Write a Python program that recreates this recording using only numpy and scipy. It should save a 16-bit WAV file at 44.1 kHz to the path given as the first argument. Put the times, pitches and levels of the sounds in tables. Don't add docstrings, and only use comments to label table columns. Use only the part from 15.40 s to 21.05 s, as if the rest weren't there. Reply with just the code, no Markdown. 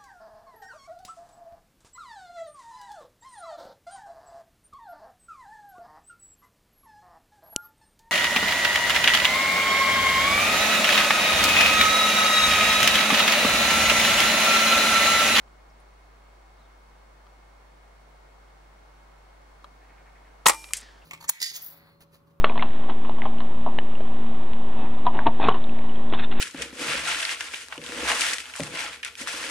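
import sys
import numpy as np
from scipy import signal
from scipy.fft import rfft, irfft
from scipy.io import wavfile
from scipy.ndimage import uniform_filter1d

SR = 44100
rng = np.random.default_rng(int(sys.argv[2]) if len(sys.argv) > 2 else 0)


def wav_record(signal):
    frames = np.transpose(np.atleast_2d(signal))
    bounded = np.clip(frames, -1, 1)
    quanta = np.round(bounded * 32767).astype(np.int16)
    wavfile.write(sys.argv[1], SR, quanta)


N = 249165
TIME = np.arange(N) / SR
AGE = np.arange(SR) / SR
SMACK_S = 5.3352



def amp(db):
    return 10 ** (np.asarray(db) / 20)


def evened(x):
    return x / np.sqrt(np.mean(x ** 2) + 1e-20)


def add(mix, start_s, sound):
    part = mix[:, round(start_s * SR):][:, :sound.shape[-1]]
    part += sound[..., :part.shape[1]]


def colour(x, spectrum, size=4096):
    table_hz, table_db = np.transpose(spectrum)
    bin_hz = abs(np.fft.fftfreq(size, 1 / SR))
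    bin_db = np.interp(np.log(bin_hz + 1), np.log(table_hz), table_db)
    log_gain = np.log(amp(bin_db))
    response = np.exp(signal.hilbert(log_gain).conj())
    taps = np.fft.ifft(response).real[:size // 2]
    return signal.oaconvolve(x, taps[None], axes=1)[:, :x.shape[1]]


def pair(count, alike):
    shared, *own = rng.standard_normal((3, count))
    alike = np.clip(alike, 0, 1)
    return np.sqrt(alike) * shared + np.sqrt(1 - alike) * np.array(own)


def swell(rise_s, t60_s):
    return (1 - np.exp(-AGE / rise_s)) * amp(-60 * AGE / t60_s)


def burst(spectrum, db, t60_s, alike, rise_s=0.00013):
    shape = swell(rise_s, t60_s)
    noise = evened(colour(pair(SR, alike) * shape, spectrum))
    shape_rms = np.sqrt(np.mean(shape ** 2))
    return amp(db) * noise * shape_rms


def strike(spectrum, peak_db):
    pulse = colour(signal.unit_impulse(SR)[None], spectrum)
    return amp(peak_db) * pulse / abs(pulse).max()


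def field(hiss_db=-56.5, growth_db=1.0, rumble_db=-70):
    air_spectrum = [(47, -34.5), (80, -22), (142, -8), (294, -3.5), (500, -2), (800, 0.5), (1200, -2.5),
                    (2000, -9), (2900, -16), (4400, -18.5), (6500, -22.5), (9500, -26.5), (12000, -31.5),
                    (15500, -37.5)]
    rumble_spectrum = [(25, 1.5), (70, -9.5), (100, -1.5), (150, -3), (220, -8.5), (500, -24.5), (2000, -69.5)]
    level_db = hiss_db + growth_db * (TIME / TIME[-1] - .5)
    hiss = evened(colour(pair(N, alike=.06), air_spectrum)) * amp(level_db)
    rumble = evened(colour(pair(N, alike=1.0), rumble_spectrum))
    return hiss + amp(rumble_db) * rumble


def motor(waver_rad=.15):
    # freq_hz, rms_db
    tones = [(50, -54.5), (150.2, -74.5), (721, -87), (2163, -74), (4326, -84), (5600, -90), (5888, -98),
             (8652, -99), (11536, -94.5), (15625, -93)]
    slow_hz = np.geomspace(.3, 4, 10)
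    wander = evened(sum(np.sin(2 * np.pi * (hz * TIME + rng.random())) / hz for hz in slow_hz))
    out = np.zeros(N)
    for hz, rms_db in tones:
        waver = waver_rad * np.sqrt(hz / 1000) * wander
        phase = 2 * np.pi * (hz * TIME + rng.random()) + waver
        out += amp(rms_db) * np.sqrt(2) * np.sin(phase)
    return out


def bird(start_s=1.16, length_s=.135, level_db=-72, tremble_db=4):
    start_hz, sag_hz_per_s, flutter_hz = 4500, 11800, 150
    trill_hz, trill_depth_hz = 23, 280
    out = np.zeros((2, N))
    t = AGE[AGE < length_s]
    slow_noise = [evened(uniform_filter1d(row, size=300)) for row in rng.standard_normal((2, SR))]
    wobble, tremble = (row[:len(t)] for row in slow_noise)
    trill = trill_depth_hz * np.sin(2 * np.pi * trill_hz * t)
    pitch_hz = start_hz - sag_hz_per_s * t + trill + flutter_hz * wobble
    arch = np.sqrt(np.sin(np.pi * t / length_s))
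    tone = np.sin(2 * np.pi * np.cumsum(pitch_hz) / SR)
    add(out, start_s, arch * amp(level_db + tremble_db * tremble) * tone)
    return out


def chatter(count=6, start_s=4.411, gap_s=.075, gap_growth_s=.0058, level_db=-52.5, arch_db=2.1):
    rasp_spectrum = [(700, -28), (1500, -2), (2200, 0.5), (2800, -11), (4000, -32), (8000, -44.5)]
    out = np.zeros((2, N))
    for k in range(count):
        syllable_s = start_s + k * gap_s + gap_growth_s * k * (k - 1) / 2
        db = level_db + arch_db * np.sin(np.pi * k / (count - 1))
        add(out, syllable_s, burst(rasp_spectrum, db, t60_s=0.19, alike=0.75, rise_s=0.016))
    return out


def ticks(width_ratio=1.2, skirt_db=-16):
    # start_s, level_db, centre_hz
    tick_table = [(.298, -62.5, 5300), (.398, -63, 9700), (2.6, -70, 10000), (5.427, -46, 4870),
                  (5.615, -52, 2820)]
    out = np.zeros((2, N))
    for start_s, db, hz in tick_table:
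        band = [(hz / 2, -40), (hz / width_ratio, skirt_db), (hz, 0), (hz * width_ratio, skirt_db), (hz * 2, -40)]
        add(out, start_s, burst(band, db, t60_s=0.058, alike=1.0, rise_s=0.0022))
    return out


def falling_echo(delay_s=.06, level_db=-51.5, octave_db=-7):
    start_hz, end_hz, sink_s, width_hz = 2030, 1600, 0.077, 280
    out = np.zeros((2, N))
    centre_hz = end_hz + (start_hz - end_hz) * np.exp(-AGE / sink_s)
    carrier = np.exp(2j * np.pi * np.cumsum(centre_hz) / SR)
    shape = swell(rise_s=0.053, t60_s=0.85)
    for k, db in ((1, level_db), (2, level_db + octave_db)):
        noise = pair(SR, alike=0.86) + 1j * pair(SR, alike=0.96)
        low_pass = signal.butter(2, k * width_hz / 2, fs=SR)
        blur = signal.lfilter(*low_pass, noise)
        add(out, SMACK_S + delay_s, amp(db) * shape * evened((blur * carrier ** k).real))
    return out


def leaves(count=6, rip_s=5.367, span_s=.055, tick_db=-34, fall_db_per_s=172):
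    leaf_spectrum = [(300, -45), (1000, -29), (2000, -23), (4500, -6.5), (6500, 2), (8300, 6), (10000, 0),
                     (13000, -14), (16000, -30)]
    out = np.zeros((2, N))
    add(out, rip_s, burst(leaf_spectrum, db=-28.5, t60_s=.06, alike=0.98, rise_s=.0012))
    for after_s in span_s * (np.arange(count) + rng.random(count)) / count:
        db = tick_db - fall_db_per_s * after_s
        add(out, rip_s + after_s, burst(leaf_spectrum, db, t60_s=0.011, alike=0.95))
    return out


def pellet(muzzle_s=5.075, thud_s=5.424, smack_db=-3.0, lean_db=1.0):
    flight_spectrum = [(400, -24.5), (1200, -17), (2500, -5.5), (4000, -4.5), (8000, 3), (11000, 0),
                       (15500, -19)]
    smack_spectrum = [(200, -48), (900, -26), (1300, -15), (1800, -3), (2500, 1.5), (3100, -4), (3800, -20),
                      (4800, -0.5), (5800, -12.5), (7200, 3), (9000, 1), (11000, -7), (14200, -19),
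                      (15800, -42.5)]
    scatter_spectrum = [(400, -37), (1100, -14), (1900, -0.5), (2800, 0.5), (4000, -2), (7000, 1.5),
                        (10000, -4), (15000, -28)]
    echo_spectrum = [(300, -14), (1000, -15), (1800, -2.5), (2700, -5), (4800, -3.5), (7000, -12.5),
                     (10000, -21), (15000, -46)]
    turf_spectrum = [(60, -10), (200, -6), (350, -8), (800, -30), (8000, -70)]
    out = np.zeros((2, N))
    add(out, muzzle_s, burst(flight_spectrum, db=-43.5, t60_s=1.2, alike=.9, rise_s=.01))
    out *= np.clip((SMACK_S + .02 - TIME) / 0.018, 0, 1)
    add(out, SMACK_S, strike(smack_spectrum, smack_db) * amp([[lean_db], [-lean_db]]))
    add(out, SMACK_S, burst(scatter_spectrum, db=-32, t60_s=0.18, alike=1.0))
    add(out, SMACK_S, burst(echo_spectrum, db=-45, t60_s=0.67, alike=1.0, rise_s=0.032))
    add(out, thud_s, burst(turf_spectrum, db=-51.5, t60_s=.05, alike=1.0))
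    return out


def handling(clink_alike=0.56, lean_db=2.0, port_phase_rad=0.5, rise_s=0.00092):
    # start_s, dull_click_db, bright_clink_db
    clicks = [(.077, -53, -66), (.401, -55, -66), (.431, -58, -70), (1.8665, -47, -60),
              (4.2432, -33, -48.5), (5.2412, -45, -36), (5.2875, -62, -46.5), (5.3078, -39, -47)]
    # freq_hz, relative_db, t60_s
    modes = [(578, -12.5, 0.058), (1030, -5.5, 0.036), (1180, 3.5, 0.019), (1610, -19, .025),
             (3220, -13, 0.024), (3980, -12, 0.024), (9300, -23, .008)]
    clink_spectrum = [(300, -30), (1200, -10), (2400, 1), (3200, -4), (3900, -5.5), (5200, -9), (7000, -17),
                      (9500, -16.5), (15000, -29)]
    out, ring = np.zeros((2, N)), np.zeros((2, SR))
    port_phase = port_phase_rad * np.array([[1], [-1]])
    for k, (hz, db, t60_s) in enumerate(modes):
        phase = (-1) ** k * port_phase
        ring += amp(db - 60 * AGE / t60_s) * np.sin(2 * np.pi * hz * AGE + phase)
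    ring *= (1 - np.exp(-AGE / rise_s)) * amp([[lean_db], [-lean_db]])
    for start_s, dull_db, bright_db in clicks:
        clink = burst(clink_spectrum, bright_db, t60_s=.028, alike=clink_alike)
        add(out, start_s, amp(dull_db) * ring + clink)
    return out


def rattle(count=4, start_s=5.1045, gap_s=.0135, jitter_s=.001, t60_s=0.06):
    knock_db, knock_fall_db_per_s = -24, 300.5
    clash_db, clash_fall_db_per_s = -37, 70
    bounces = []
    for after_s in np.arange(count) * gap_s:
        bounce_s = start_s + after_s + jitter_s * rng.uniform(-1, 1)
        bounce_knock_db = knock_db - knock_fall_db_per_s * after_s
        bounce_clash_db = clash_db - clash_fall_db_per_s * after_s
        bounces.append((bounce_s, bounce_knock_db, bounce_clash_db, t60_s))
    return bounces


def rock(x, lag_rad=2.19, centre_hz=480, width_octaves=0.74):
    hz = np.fft.rfftfreq(N, 1 / SR)
    octaves_off = np.log2((hz + 1) / centre_hz)
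    lag = lag_rad * np.exp(-.5 * (octaves_off / width_octaves) ** 2)
    return np.array([x[0], irfft(rfft(x[1]) * np.exp(-1j * lag), N)])


def ringing(blows, split_hz=3000, spread_rad=.55, ring_db=1.0, soft_s=0.0017, grip_s=5.33, grip_t60_s=.25):
    # freq_hz, relative_db, t60_s
    modes = [(321, -49.5, 0.55), (584, -33, 0.1), (817, -28.5, 0.17), (896, -28.5, .3), (958, -30, 0.12),
             (1034, -29.5, .11), (1092, -31.5, .1), (1180, -28.5, 0.076), (1221, -25.5, .11),
             (1903, -24.5, .13), (1965, -32, .12), (2067, -32, .12), (2383, -42.5, 1.15), (2919, -56, .6),
             (5460, -60, 1.5), (5460, -47, .7), (7156, -57, .8), (7400, -33.5, .08), (7778, -54.5, .8),
             (8200, -27, .11), (8650, -28, .08), (8598, -33, .1), (9100, -34.5, .08), (11510, -38, .09)]
    blow_s, knock_db, clash_db, _ = np.transpose(blows)
    first_s = blow_s.min()
    blow_index = np.round((blow_s - first_s) * SR).astype(int)
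    out = np.zeros((2, SR))
    for hz, db, t60_s in modes:
        blow_db = knock_db if hz < split_hz else clash_db
        fed = np.bincount(blow_index, amp(blow_db) ** 2, SR)
        energy_decay = amp(-60 / (t60_s * SR)) ** 2
        energy = signal.lfilter([1], [1, -energy_decay], fed / fed.sum())
        size = signal.lfilter([1 / (soft_s * SR)], [1, 1 / (soft_s * SR) - 1], np.sqrt(energy))
        phase = 2 * np.pi * rng.random() + spread_rad * (2 * rng.random((2, 1)) - 1)
        out += amp(db + ring_db) * size * np.sin(2 * np.pi * hz * AGE + phase)
    gripped_s = np.maximum(first_s + AGE - grip_s, 0)
    return first_s, out * amp(-60 * gripped_s / grip_t60_s)


def rifle(knock_alike=0.55, clash_alike=0.61, lean_db=0.8):
    # start_s, stock_knock_db, steel_clash_db, t60_s
    main_blows = [(5.0559, -40, -54, .04), (5.0583, -12.5, -21.5, .04), (5.0625, -7, -20, .033),
                  (5.0666, -6, -12.5, .022), (5.0706, -22, -11.5, .07), (5.0822, -14, -23, .04),
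                  (5.0843, -16.5, -10, .034), (5.0936, -12.5, -21, .05), (5.0960, -16, -16, .042)]
    stock_spectrum = [(30, -38.5), (90, -28), (150, -28), (260, -16.5), (430, -9), (590, -3.5), (700, -8),
                      (850, 0), (1200, 3.5), (1550, -10.5), (2100, -3.5), (3000, -12.5), (4500, -12),
                      (8000, -18), (16000, -49.5)]
    steel_spectrum = [(200, -44.5), (1000, -12.5), (2600, -18.5), (4400, -11), (6500, -7), (8200, -0.5),
                      (9500, -6.5), (12000, -11.5), (15000, -21.5), (17000, -22.5)]
    slam_spectrum = [(200, -23), (600, -10.5), (1200, -2), (1800, -3), (2700, 5.5), (4000, -0.5),
                     (6000, -17.5), (9000, -17.5), (15000, -23.5)]
    recoil_spectrum = [(30, -11), (70, -10), (120, -1), (190, 8.5), (270, -18), (500, -26), (2000, -57)]
    slam_s, slam_db = 5.0669, 4.0
    recoil_s, recoil_db = 5.0605, [[-27], [-33]]
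    blows = main_blows + rattle()
    knocks, out = np.zeros((2, 2, N))
    for start_s, knock_db, clash_db, t60_s in blows:
        add(knocks, start_s, burst(stock_spectrum, knock_db, t60_s, knock_alike))
        add(out, start_s, burst(steel_spectrum, clash_db, t60_s, clash_alike))
    add(out, *ringing(blows))
    add(out, slam_s, strike(slam_spectrum, slam_db))
    add(out, recoil_s, strike(recoil_spectrum, recoil_db))
    return out + rock(knocks) * amp([[lean_db], [-lean_db]])


def scene():
    background = field() + motor() + bird() + chatter() + ticks()
    hedge = falling_echo() + leaves()
    return background + hedge + pellet() + handling() + rifle()


def record(dry, edge_hz=16100):
    low_pass = signal.firwin(255, edge_hz, window=("kaiser", 7), fs=SR)
    return signal.oaconvolve(np.clip(dry, -1, 1), low_pass[None], "same")


dry = scene()
out = record(dry)
wav_record(out)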